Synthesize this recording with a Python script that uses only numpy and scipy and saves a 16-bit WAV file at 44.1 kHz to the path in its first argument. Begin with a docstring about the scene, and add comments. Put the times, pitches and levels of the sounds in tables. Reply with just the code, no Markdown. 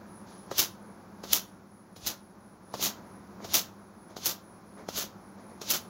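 """Beating wet hair dry

Long wet hair is beaten with a cloth, eight strokes, in a small tin-walled room at night.
Each stroke: the cloth flaps taut (pulse, folds), swishes (shaped noise) and lashes the hair (tiny wet clicks).
A fan hums and throbs throughout (tones over noise), an insect rasps faintly, very high (narrow noise bands),
and a faint hiss lies under it all."""
import sys
import numpy as np
from scipy import signal
from scipy.fft import rfft, irfft, next_fast_len
from scipy.io import wavfile

SR = 44100
rng = np.random.default_rng(int(sys.argv[2]) if len(sys.argv) > 2 else 0)


def inscribe(sig):
    """Save sig as 16-bit PCM at rate SR to the path in sys.argv[1].

    A 1-D sig is mono; a 2-D sig holds one channel per row.
    Samples are clipped to [-1, 1] before scaling.
    """
    pcm = np.round(np.clip(np.atleast_2d(sig).T, -1, 1) * 32767)
    wavfile.write(sys.argv[1], SR, pcm.astype(np.int16))


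N = 259749
T = np.arange(N) / SR  # seconds

# Swings of the cloth. Each row: flaps taut in seconds, lands in seconds, pop in dB, swing in dB, lash in dB,
# lash rise in seconds, lash fall in seconds, treble tilt in dB, hair ends in dB re the lash, puff of air in dB.
STROKES = [(.514, 0.593, -29.5, -36.5, -16, 0.0078, 0.021, -1.5, -9, -60),
           (1.238, 1.331, -31.5, -37.5, -20.5, 0.0045, .031, 0, -7, -53),
           (1.964, 2.067, -43.5, -43.5, -26, 0.0041, 0.037, -5.5, -9.5, -52),
           (2.74, 2.83, -29.5, -36, -22, 0.011, 0.036, -4, -2, -64),
           (3.446, 3.542, -35, -37, -16.5, 0.0028, 0.042, -4, -11, -55),
           (4.167, 4.263, -32.5, -37.5, -24, 0.007, 0.022, 1.5, -4, -62),
           (4.888, 4.981, -29, -35, -25.5, 0.011, 0.015, 0, -3, -58),
           (5.616, 5.711, -32, -34.5, -21, 0.009, 0.015, -1, -2, -70)]
# Spectrum of clicking wet strands. Each row: frequency in Hz, relative level in dB.
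SPRAY = [(60, -27.5), (400, -49.5), (1300, -17.5), (2100, -11), (3300, -3.5), (4800, -3), (6300, 0.5),
         (7200, -4.5), (8200, -14.5), (9300, -13), (10500, -5.5), (11800, -3), (15500, -1.5)]
# Spectrum of cloth moving through air. Each row: frequency in Hz, relative level in dB.
SWISH = [(100, -4), (700, -2.5), (2000, -8.5), (3500, 1), (5000, 1.5), (6700, 1), (8300, -19.5),
         (10500, -10.5), (12000, -14), (15500, -18)]
# Level of the background air noise. Each row: time in seconds, level in dB.
BACKGROUND = [(0.0, -53), (0.61, -53), (0.92, -55), (1.33, -53.5), (1.72, -58.5), (2.64, -57.5),
              (2.87, -50), (3.23, -54.5), (3.41, -51.5), (3.9, -56.5), (4.62, -55.5), (4.97, -53),
              (5.38, -55), (5.89, -52.5)]


def amp(db):
    """Decibels to gain."""
    return 10 ** (np.asarray(db) / 20)


def unit(x):
    """Scales to rms 1."""
    return x / np.sqrt(np.mean(x ** 2) + 1e-20)


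def read(points, hz):
    """Reads a table on a log-frequency axis."""
    f, value = np.transpose(points)
    return np.interp(np.log(hz + 1), np.log(f + 1), value)


def colour(x, points):
    """Causal minimum-phase filter with the given spectrum; white input keeps its power."""
    size = 4096
    hz = abs(np.fft.fftfreq(size, 1 / SR))
    gain = amp(np.maximum(read(points, hz), -100))
    response = np.conj(np.exp(signal.hilbert(np.log(gain))))
    taps = np.fft.ifft(response).real[:size // 2]
    return signal.oaconvolve(x, taps / np.linalg.norm(taps))[:N]


def noise():
    """White noise of rms 1."""
    return rng.standard_normal(N)


def wander(rate_hz):
    """Smooth random motion of rms 1, up to about the given rate."""
    size = next_fast_len(N)
    hz = np.fft.rfftfreq(size, 1 / SR)
    spectrum = rfft(rng.standard_normal(size)) * np.exp(-(hz / rate_hz) ** 2)
    return unit(irfft(spectrum, size)[:N])


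def burst(s, rise, fall, shape=1):
    """Grows exponentially up to time s, then dies away; a shape above 1 holds longer and ends sooner."""
    before = np.maximum(s - T, 0) / rise
    after = (np.maximum(T - s, 0) / fall) ** shape
    return np.exp(-np.minimum(before + after, 20))


def grains(per_s, spread_db, clump_db):
    """Dense tiny clicks of uneven size that come in clumps, rms 1."""
    clicks = np.sign(noise()) * (rng.random(N) < per_s / SR)
    size_db = spread_db * np.clip(noise(), -2, 2)
    size_db += clump_db * np.clip(wander(rate_hz=378), -2, 2)
    return unit(clicks * amp(size_db))


def lashes():
    """The swish peaks just before landing; then strands click together and the mass of hair thuds."""
    # Spectrum of the thud. Each row: frequency in Hz, relative level in dB.
    thud_spectrum = [(40, -40), (110, -5), (220, -1), (340, 3), (450, -2), (560, 1.5), (720, -1),
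                     (1350, 0.5), (2000, -10), (4000, -31), (9000, -50.5)]
    swish_lead_s, swish_rise_s, swish_fall_s = 0.012, 0.027, 0.035
    ends_delay_s, ends_rise_s, ends_fall_s, ends_tilt_db = 0.03, 0.012, 0.031, -4.5
    # the thud grows more slowly than the spray: level for a 0 dB lash, and dB per dB of lash
    thud_db, thud_growth = -23.5, 0.66

    spray_power, bright_power, swish, thud_power = np.zeros((4, N))
    for _, s, _, swing_db, lash_db, rise_s, fall_s, tilt_db, ends_db, _ in STROKES:
        swish += amp(swing_db) * burst(s - swish_lead_s, swish_rise_s, swish_fall_s)
        mass = (s, lash_db, rise_s, fall_s, tilt_db)
        ends = (s + ends_delay_s, lash_db + ends_db, ends_rise_s, ends_fall_s, tilt_db + ends_tilt_db)
        for at, db, rise, fall, treble_db in (mass, ends):
            contact = burst(at, rise, fall, shape=1.55)
            blow = burst(at, rise * 0.97, fall * 1.21, shape=1.2)
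            # overlapping contacts add in power
            spray_power += (amp(db) * contact) ** 2
            bright_power += (amp(db + treble_db) * contact) ** 2
            thud_power += (amp(thud_db + thud_growth * db) * blow) ** 2

    strands = grains(per_s=15000, spread_db=4.5, clump_db=2.2)
    treble = signal.sosfiltfilt(signal.butter(2, 8500, "high", fs=SR, output="sos"), strands)
    wet = np.sqrt(spray_power) * (strands - treble) + np.sqrt(bright_power) * treble
    thud = np.sqrt(thud_power) * grains(per_s=4000, spread_db=2.5, clump_db=0.5)
    return colour(wet, SPRAY) + colour(swish * noise(), SWISH) + colour(thud, thud_spectrum)


def snaps(count):
    """More cracks at random after each landing, on average weaker the later: peak s, level dB, length s."""
    window_s, length_s = 0.045, 0.00034
    level_db, spread_db, fade_db = 2.5, 2.5, 10  # level re the lash; fade over the window
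    rows = []
    for _, s, _, _, lash_db, *_ in STROKES:
        for late, size in zip(rng.random(count), rng.uniform(-1.1, 1, count)):
            db = lash_db + level_db + spread_db * size - fade_db * late
            rows.append((s + late * window_s, db, length_s))
    return rows


def cracks():
    """A wet lock whips over: a dense knot of clicks that grows and dies within milliseconds."""
    # Cracks at set times. Each row: peak in seconds, level in dB, rise and fall time in seconds.
    set_cracks = [(0.583, -16.5, .0012), (0.602, -16.5, 0.0013), (1.3333, -8.5, 0.001),
                  (2.072, -22, 0.0015), (2.84, -27, 0.00046), (3.537, -20, 0.00059), (3.551, -12, 0.00019),
                  (4.259, -15, 0.0004), (5.7045, -15, 0.0011)]
    knots = np.zeros(N)
    for s, db, length_s in [*set_cracks, *snaps(count=3)]:
        knots += amp(db) * burst(s, rise=length_s, fall=length_s)
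    return colour(knots * np.sign(noise()), SPRAY)


def flaps():
    """The cloth jerks taut: a pressure pulse, a low rattle of folds, a flutter, then a fine sizzle."""
    # Spectrum of the pop. Each row: frequency in Hz, relative level in dB.
    pop_spectrum = [(40, -38.5), (120, 0), (280, 3.5), (540, 6.5), (800, 0.5), (1300, -1), (2000, -14),
                    (4000, -37.5), (7000, -27), (9000, -40)]
    flutter_db, sizzle_db = -4.5, -18  # re the swing

    pulse, folds, flutter, sizzle = np.zeros((4, N))
    for s, _, pop_db, swing_db, *_ in STROKES:
        pulse[round(s * SR)] -= amp(pop_db + 18)
        folds += amp(pop_db - 7) * burst(s, rise=0.0006, fall=0.013)
        flutter += amp(swing_db + flutter_db) * burst(s, rise=0.0026, fall=0.016)
        sizzle += amp(swing_db + sizzle_db) * burst(s, rise=0.003, fall=0.078, shape=2)

    rattle = folds * grains(per_s=7700, spread_db=0, clump_db=6.5)
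    fizz = sizzle * grains(per_s=15000, spread_db=4, clump_db=1.2)
    return colour(pulse + rattle, pop_spectrum) + colour(flutter * noise(), SWISH) + colour(fizz, SPRAY)


def puffs():
    """Low pushes of air from the swinging cloth: one at the flap, a stronger one before the landing."""
    # Spectrum of the push. Each row: frequency in Hz, relative level in dB.
    puff_spectrum = [(18, -31.5), (30, -13), (42, -12.5), (65, 2), (100, 0.5), (200, -20), (600, -62.5)]
    lead_s, flap_db = 0.034, -6  # flap level re the puff
    push = np.zeros(N)
    for flap_s, land_s, *_, db in STROKES:
        push += amp(db + flap_db) * burst(flap_s, rise=0.011, fall=0.036, shape=2)
        push += amp(db) * burst(land_s - lead_s, rise=0.015, fall=0.07, shape=1.6)
    return push * colour(noise(), puff_spectrum)


def rustles():
    """Soft swells of sliding fabric and moved air as the cloth is gathered, and a few dull knocks."""
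    # Gathering of the cloth. Each row: peak in seconds, fall in seconds, fabric hiss in dB, moved air in dB.
    gathers = [(0.275, 0.16, -61.5, -62), (.884, 0.048, -77, -53), (3.427, 0.056, -56, -49),
               (4.104, 0.036, -63, -52), (4.785, .055, -64.5, -49.5), (5.387, .08, -67, -53),
               (5.5, 0.059, -69.5, -51.5)]
    # Soft knocks of loose folds. Each row: peak in seconds, level in dB.
    fold_knocks = [(2.796, -37.5), (3.403, -41.5), (4.774, -48)]
    # Spectrum of moved air and knocks. Each row: frequency in Hz, relative level in dB.
    sweep_spectrum = [(80, -13.5), (250, 3.5), (600, 5.5), (1000, -1), (1500, -10), (2300, -9.5),
                      (2900, -35), (8000, -42)]

    fabric, air, knocks = np.zeros((3, N))
    for s, fall_s, fabric_db, air_db in gathers:
        swell = burst(s, rise=0.013, fall=fall_s, shape=2)
        fabric = np.maximum(fabric, amp(fabric_db) * swell)
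        air = np.maximum(air, amp(air_db) * swell)
    for s, db in fold_knocks:
        knocks += amp(db) * burst(s, rise=0.001, fall=0.0032)
    threads = grains(per_s=20000, spread_db=3, clump_db=0.8)
    return colour(fabric * threads, SWISH) + colour((air + knocks) * noise(), sweep_spectrum)


def fan():
    """Rushing air and a wavering motor hum that throbs as the blades pass."""
    # Spectrum of the rushing air. Each row: frequency in Hz, relative level in dB.
    air_spectrum = [(28, -35), (45, -14.5), (90, -11.5), (150, -8.5), (200, 2), (260, -7.5), (350, -7.5),
                    (480, -12), (1000, -11.5), (1550, -18), (1850, -24.5), (2400, -28.5), (2900, -38),
                    (8000, -56.5)]
    # Motor hum. Each row: frequency in Hz, level in dB re the background table, blade throb depth (0 to 1).
    hum_tones = [(100.4, -9.5, 0.25), (197.7, -3, 1), (311.6, -13.5, .3), (359.7, -12, 0.51),
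                 (544, -16, 0.45)]
    blade_hz, air_db = 14, 3  # air level re the background table

    background_db = np.interp(T, *np.transpose(BACKGROUND))
    blades = np.cos(2 * np.pi * blade_hz * T + 2 * wander(rate_hz=3.8))
    hum = np.zeros(N)
    for hz, db, depth in hum_tones:
        tone = np.cos(2 * np.pi * hz * T + 1.28 * wander(rate_hz=8.7))
        waver_db = wander(rate_hz=8.3)
        hum += amp(db + waver_db) * unit(tone * (1 + depth * blades))

    # the hum varies less than the air noise
    motor_db = background_db - 0.2 * (background_db - background_db.mean())
    flicker_db = 0.42 * wander(rate_hz=13)
    air = amp(background_db + air_db + flicker_db) * colour(noise(), air_spectrum)
    return air + amp(motor_db) * hum


def insect():
    """A rasping wing drives a few narrow, very high resonances; weak rasps sit higher in pitch."""
    # Rasps, about four a second. 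Each row: middle in seconds, level in dB.
    chirps = [(.16, -61.5), (.39, -61.5), (.66, -66), (.88, -68), (.97, -75), (1.19, -77.5), (1.49, -71.5),
              (1.77, -69), (1.99, -68.5), (2.25, -70), (2.49, -70), (2.72, -65), (3.13, -68), (3.27, -76.5),
              (3.83, -73), (4.04, -67), (4.51, -65.5), (4.74, -67), (5.27, -69), (5.5, -66), (5.84, -66)]
    # Wing resonances. Each row: factor on the pitch, half width in Hz, relative level in dB.
    wing = [(1.015, 120, -1), (.983, 50, -5), (.96, 70, -15.5), (1.0, 650, -0.5)]
    chirp_s, chirp_hz, drift_hz = 0.21, 10130, 40
    weak_below_db, weak_hz_per_db, bed_db = -71.5, 53, -81.5

    level = np.zeros(N)
    for s, db in chirps:
        arch = np.cos(np.pi * np.clip((T - s) / chirp_s, -0.5, 0.5)).clip(0) ** 0.8
        level = np.maximum(level, amp(db) * arch)

    effort_db = np.interp(T, *np.transpose(chirps))
    weakness_db = np.maximum(weak_below_db - effort_db, 0)
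    pitch_hz = chirp_hz + weak_hz_per_db * weakness_db + drift_hz * wander(rate_hz=2.7)
    phase = 2 * np.pi * np.cumsum(pitch_hz) / SR
    rasp = np.zeros(N)
    for factor, width_hz, db in wing:
        in_phase = wander(width_hz) * np.cos(factor * phase)
        quadrature = wander(width_hz) * np.sin(factor * phase)
        rasp += amp(db) * (in_phase + quadrature)
    return (level + amp(bed_db)) * unit(rasp)


def hiss():
    """Faint high noise, rising and falling almost as much as the background air noise."""
    # Spectrum of the hiss. Each row: frequency in Hz, relative level in dB.
    hiss_spectrum = [(1000, -39), (2500, -7.5), (4000, 0.5), (5500, 2.5), (6800, 0.5), (8300, -19),
                     (11000, -2.5), (13000, -10), (15500, -3)]
    background_db = np.interp(T, *np.transpose(BACKGROUND))
    level_db = -68 + 0.83 * (background_db - background_db.mean())
    return amp(level_db) * colour(noise(), hiss_spectrum)


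def room(x):
    """Close walls: dense reflections after 5 ms, each band dying at its own speed."""
    # Reverberation. Each row: frequency in Hz, time to fall by 60 dB in seconds.
    decay_times = [(150, 0.19), (700, 0.14), (3000, 0.3), (6000, 0.25), (12000, 0.22), (16000, 0.23)]
    size = SR // 2
    taps = rng.standard_normal(size) * (rng.random(size) < 4000 / SR)
    taps *= np.arange(size) > 0.005 * SR
    hz, t, bands = signal.stft(taps, SR, nperseg=256)
    decay_db = -60 * t / read(decay_times, hz)[:, None]
    tail = signal.istft(bands * amp(decay_db), SR, nperseg=256)[1]
    return signal.oaconvolve(x, tail / np.linalg.norm(tail))[:N]


def scene():
    """The strokes with a wall echo and the room, over puffs, fan, insect and hiss."""
    wall_delay_s = 0.0093  # nearest wall
    strokes = lashes() + cracks() + flaps() + rustles()
    wall = np.interp(T - wall_delay_s, T, strokes, left=0)
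    reflected = amp(-18) * wall + amp(-15.5) * room(strokes)
    return (strokes + reflected + puffs() + fan() + insect() + hiss())[None]


def record(dry):
    """The microphone loses the deepest bass; then a steep low-pass limits the band."""
    edge_hz = 15850
    thin = signal.sosfilt(signal.butter(3, 36, "high", fs=SR, output="sos"), dry)
    low_pass = signal.firwin(511, edge_hz, window=("kaiser", 9), fs=SR)
    return signal.oaconvolve(thin, low_pass[None], "same")


dry = scene()
out = record(dry)
inscribe(out)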